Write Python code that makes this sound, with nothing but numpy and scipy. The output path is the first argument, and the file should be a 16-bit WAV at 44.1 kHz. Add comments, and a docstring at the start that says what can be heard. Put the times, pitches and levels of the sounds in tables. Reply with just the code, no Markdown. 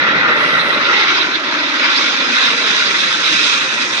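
"""A tiltrotor aircraft flies in.

Its blades tear the air into a broad roar whose bright swish surges about once per rotor turn, with
short rasps, a turbine whine and then a low throb. As it nears, the air dulls it less and the echo
off the ground arrives ever later, so a hollow colour sweeps down through the roar.
A faint high hiss comes and goes early on."""
import sys
import numpy as np
from scipy import signal
from scipy.fft import rfft, irfft
from scipy.io import wavfile
from scipy.ndimage import uniform_filter1d, minimum_filter1d, map_coordinates

SR = 44100
rng = np.random.default_rng(int(sys.argv[2]) if len(sys.argv) > 2 else 0)


def store_wav(level_fs):
    """Save 16-bit WAV to argv[1]."""
    pcm = np.round(np.clip(np.atleast_2d(level_fs), -1, 1) * 32767)
    wavfile.write(sys.argv[1], SR, pcm.T.astype(np.int16))


N = 176400
TIME = np.arange(N) / SR


def from_db(db):
    """Turn decibels into a number to multiply by."""
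    return 10 ** (np.asarray(db) / 20)


def in_time(rows, s, column=1):
    """Read one column of a table at times s, in seconds."""
    rows = np.array(rows)
    return np.interp(s, rows[:, 0], rows[:, column])


def at_hz(rows, hz, column=1):
    """Read one column of a table at frequencies hz, with octaves evenly spaced."""
    rows = np.array(rows)
    return np.interp(np.log(hz + 1), np.log(rows[:, 0]), rows[:, column])


def filtered(x, response):
    """Multiply each frequency in x by response(hz)."""
    return irfft(rfft(x) * response(np.arange(N // 2 + 1) * SR / N), N)


def white(channels):
    """Noise equally strong at all frequencies, 0 dB per Hz."""
    return rng.standard_normal((channels, N)) * np.sqrt(SR / 2)


def drift(rate_hz, s):
    """A smooth random wobble of typical size 1, read at times s."""
    wobble = filtered(rng.standard_normal(N), lambda hz: 1 / (1 + (hz / rate_hz) ** 2))
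    return np.interp(s, TIME, wobble / wobble.std())


# The tone of the hiss: (frequency [Hz], level added to level_db [dB])
HISS = [(7400, -33), (8200, 8.5), (13000, -2), (14000, -10)]

def high_hiss(start_s=0.41, end_s=0.72, fade_db_per_s=99, level_db=-89):
    """A faint high hiss fades in, holds from start_s to end_s and fades out."""
    outside_s = np.maximum(np.maximum(start_s - TIME, TIME - end_s), 0)
    swell = from_db(-fade_db_per_s * outside_s)
    return swell * filtered(white(channels=2), lambda hz: from_db(level_db + at_hz(HISS, hz)))


# The low throb of the blades: (time [s], pitch [Hz], level [dB])
THROB = [(1.08, 335, -42), (1.55, 298, -30.5), (2.0, 279, -32), (2.8, 253, -37)]
BLADES_HZ = 24.37   # blade passes heard each second

def blade_throb(half_length_s=.0095, uneven_db=1.2, wander_radians=.75):
    """Each passing blade gives one low thump; the pitch sinks as the aircraft nears."""
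    beats = np.arange(THROB[0][0], THROB[-1][0], 1 / BLADES_HZ)
    out = np.zeros(N)
    for at, (strength, phase) in zip(beats, rng.standard_normal((len(beats), 2))):
        near = np.abs(TIME - at) < 1 / BLADES_HZ
        since = TIME[near] - at
        size = 2 * from_db(in_time(THROB, at, column=2) + uneven_db * strength)
        tone = np.cos(2 * np.pi * in_time(THROB, at) * since + wander_radians * phase)
        out[near] += size * np.exp(-(since / half_length_s) ** 2) * tone
    return out


def shimmer_db(hz, s, depth_db=1.8, width_hz=60, length_s=.014):
    """Churning air briefly strengthens and weakens narrow bands of the roar."""
    patches = rng.standard_normal((len(hz), len(s)))
    for axis, step in enumerate((hz[1] / width_hz, s[1] / length_s)):
        blur = np.exp(-.5 * (np.arange(-20, 21) * step) ** 2)
        patches = signal.fftconvolve(patches, np.expand_dims(blur, 1 - axis), mode="same")
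    return depth_db * patches / patches.std()


# A hollow-sounding peak that glides up: (time [s], pitch [Hz], boost [dB])
HOLLOW = [(.45, 1930, 3), (.95, 2040, 6), (1.22, 2300, 3), (1.6, 2640, -0.5), (3.5, 2530, 3)]
# The whine of the turbines: (time [s], pitch [Hz], boost [dB])
WHINE = [(.45, 1433, 1), (.88, 1297, 4), (1.12, 1440, 3), (1.3, 1470, 0.5)]

def whine_and_hollow_db(hz, s):
    """The turbine whine and a hollow peak each rise out of the roar between two shallow dips."""
    boost = 0
    for glide, width_hz in ((HOLLOW, 190), (WHINE, 138)):
        away = ((hz[:, None] - in_time(glide, s)) / width_hz) ** 2
        boost += in_time(glide, s, column=2) * (1 - away) * np.exp(-away / 2)
    return boost


# Short rasps of the blades: (time [s], pitch [Hz], boost [dB])
RASPS = [(.607, 3950, 12), (.735, 3850, 9), (1.177, 5000, 7), (1.215, 3800, 6), (1.35, 4000, 8),
         (1.595, 4700, 9), (1.846, 4900, 7), (1.969, 4850, 11), (2.87, 4700, 9)]

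def blade_rasps_db(hz, s, width_hz=600, length_s=.017, rise_hz_per_s=15000):
    """Each rasp lifts a narrow, high band of the roar that slides upward for a moment."""
    boost = 0
    for at, pitch, db in RASPS:
        away_hz = hz[:, None] - pitch - rise_hz_per_s * (s - at)
        boost += db * np.exp(-((s - at) / length_s) ** 2 - (away_hz / width_hz) ** 2)
    return boost


def air_loss_db(hz, s, speed_m_per_s=96, overhead_s=5, height_m=63, db_per_m=0.0522):
    """Air soaks up the highest sounds, less so as the aircraft gets closer."""
    distance_m = np.hypot(height_m, speed_m_per_s * (s - overhead_s))
    absorbed = np.interp(hz, [4400, 8200], [0, 1])
    return db_per_m * np.outer(absorbed, distance_m)


# How four bands of the roar swell, from low to high. Each: (time [s], relative level [dB])
RUMBLE = [(0.0, 3.5), (0.52, 4), (1.16, -3), (1.62, -6.3), (4.0, -4.5)]
BODY = [(0.0, 0.5), (0.3, 4.5), (1.0, 1.5), (1.32, -2), (2.7, -1.5), (3.3, -6), (4.0, -3)]
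RUSH = [(0.0, 3), (0.25, 3.5), (0.56, 4.5), (0.82, 0.5), (0.92, 4.5), (1.22, 1.5), (1.3, -1.5),
        (1.42, -4.5), (1.5, -1.2), (1.7, -2), (1.84, 3.5), (1.98, -1.5), (2.3, -0.5), (2.42, 3.5),
        (2.58, -2.5), (2.76, 0.5), (3.14, -1.7), (3.28, -0.9), (4.0, -4)]
SWISH = [(0.0, -4), (0.34, -6), (0.48, -2), (0.56, -4), (0.8, -5), (0.86, 2.5), (0.9, -3.5), (0.95, 3.2),
         (1.22, 1), (1.28, -6), (1.35, -2), (1.42, -8), (1.47, -2), (1.78, -2), (1.98, 4), (2.16, -0.5),
         (2.32, 1), (2.46, 5.5), (2.55, 0.5), (2.76, 4), (2.93, 0), (3.0, 3), (3.2, -0.5), (3.27, 4),
         (3.54, 5), (3.63, -1), (3.76, -3), (3.83, 3), (3.89, -8.5), (3.97, 1.5)]
# The middle of each of those bands: (frequency [Hz])
BAND_HZ = [230, 600, 1700, 3900]
FRAME, HOP = 512, 128   # length and spacing of the slices the roar is shaped in, in samples

def swells_db(hz, s, top_hz=5640, top_smooth_s=0.18, turbulence_db=0.63, turbulence_hz=9.2):
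    """Each band swells on its own and wavers with turbulence; a top band slowly follows the swish."""
    rumble, body, rush, swish = [in_time(curve, s) for curve in (RUMBLE, BODY, RUSH, SWISH)]
    top = uniform_filter1d(swish, int(top_smooth_s * SR / HOP) + 1)
    levels = [band + turbulence_db * drift(turbulence_hz, s) for band in (rumble, body, rush, swish, top)]
    centres = np.log([*BAND_HZ, top_hz])
    blend = np.array([np.interp(np.log(hz + 1), centres, band) for band in np.eye(len(levels))])
    return blend.T @ np.array(levels)


def rotor_roar(level_db=0.07, flutter_depth=0.045, rough_db=0.65, rough_hz=59):
    """Blades tear the air: two separate noises swell alike and flutter with each passing blade."""
    hz, s, noise = signal.stft(white(channels=2), SR, nperseg=FRAME, noverlap=FRAME - HOP)
    shape_db = swells_db(hz, s) + whine_and_hollow_db(hz, s) + shimmer_db(hz, s) + blade_rasps_db(hz, s)
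    gain = from_db(shape_db - air_loss_db(hz, s))
    gain /= np.sqrt(np.mean(gain ** 2, axis=1, keepdims=True))   # same average power at every frequency
    roar = signal.istft(noise * gain, SR, nperseg=FRAME, noverlap=FRAME - HOP)[1][:, :N]
    flutter = 1 + flutter_depth * np.sin(2 * np.pi * (BLADES_HZ * TIME + rng.random()))
    return from_db(level_db + rough_db * drift(rough_hz, TIME)) * flutter * roar


# How late the ground echo is as the aircraft climbs in the sky: (time [s], delay [ms])
ECHO_DELAY = [(.7, 1.46), (1.1, 2.63), (1.8, 3.31), (2.45, 3.98), (3.3, 6.1), (4, 9.05)]
# How much sound the ground bounces back: (frequency [Hz], share [0-1])
GROUND_BOUNCE = [(200, 0.32), (500, 0.36), (1100, 0.16), (4000, 0.025)]

def over_ground(x, lag_radians=0.25):
    """Add a duller, ever later echo off soft ground, which itself holds the wave back a little."""
    share = lambda hz: at_hz(GROUND_BOUNCE, hz)
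    bounced = filtered(x, lambda hz: share(hz) * np.exp(-1j * lag_radians))
    read_at = (TIME - in_time(ECHO_DELAY, TIME) / 1000) * SR
    echo = np.array([map_coordinates(side, [read_at], order=3, mode="wrap") for side in bounced])
    return filtered(x + echo, lambda hz: 1 / np.sqrt(1 + share(hz) ** 2))   # keep the average power


# The roar's average tone: (frequency [Hz], left level [dB per Hz], right level [dB per Hz])
ROAR_TONE = [(80.4, -82, -87), (125, -64, -63.5), (185, -59.5, -59), (303, -49.5, -52.5),
             (404, -57.5, -54.5), (606, -59, -53), (708, -65, -63), (900, -52.5, -57), (1054, -50.5, -56),
             (1374, -46.5, -44.5), (1630, -46, -53), (1963, -47, -41), (2213, -47, -55.5),
             (2630, -50.0, -48.5), (2876, -55, -52.5), (3700, -58, -45.5), (4120, -54, -48.5),
             (4490, -57.5, -66), (4730, -57.5, -52.5), (5390, -66, -57.5), (6275, -65.5, -60.5),
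             (7820, -83.5, -82.5), (8330, -74.5, -74), (10210, -102.5, -99), (12300, -110, -110)]
# How far the left wave runs ahead of the right: (frequency [Hz], phase [radians])
LEFT_LEAD = [(250, 0), (450, -.55), (730, .4), (1000, -.2), (1170, -1.8), (1400, -1.1), (1950, -2.9),
             (2400, -.2), (3000, 3), (3900, 6.1), (4400, 3), (4950, 2.6), (5300, -.7)]
# How alike the two sides sound: (frequency [Hz], likeness [0-1])
LIKENESS = [(150, 0.96), (550, 0.89), (900, 0.61), (1500, 0.87), (2300, 0.53), (9000, 0)]

def at_microphone(x):
    """The microphone's two openings share part of the roar, each with its own tone and timing."""
    common = filtered(x[0], lambda hz: np.sqrt((1 + at_hz(LIKENESS, hz)) / 2))
    apart = filtered(x[1], lambda hz: np.sqrt((1 - at_hz(LIKENESS, hz)) / 2))
    lag = lambda hz: np.exp(-1j * at_hz(LEFT_LEAD, hz))
    left = filtered(common + apart, lambda hz: from_db(at_hz(ROAR_TONE, hz, column=1)))
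    right = filtered(common - apart, lambda hz: from_db(at_hz(ROAR_TONE, hz, column=2)) * lag(hz))
    return np.array([left, right])


def scene(floor_db=-114):
    """The aircraft's roar over open ground, its throb, the brief hiss and very quiet steady noise."""
    roar = at_microphone(over_ground(rotor_roar()))
    return roar + blade_throb() + high_hiss() + from_db(floor_db) * white(channels=2)


def record(dry, ceiling=.95, smooth_s=.004, cutoff_hz=15000):
    """A limiter gently turns down any peak above the ceiling; the very highest sounds are cut."""
    size = int(smooth_s * SR)
    peaks = np.maximum(np.abs(dry).max(axis=0), ceiling)
    gain = minimum_filter1d(ceiling / peaks, 2 * size + 1)
    gain = uniform_filter1d(uniform_filter1d(gain, size), size)
    return signal.sosfilt(signal.cheby2(14, 60, cutoff_hz, fs=SR, output="sos"), dry * gain)


dry = scene()
out = record(dry)
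store_wav(out)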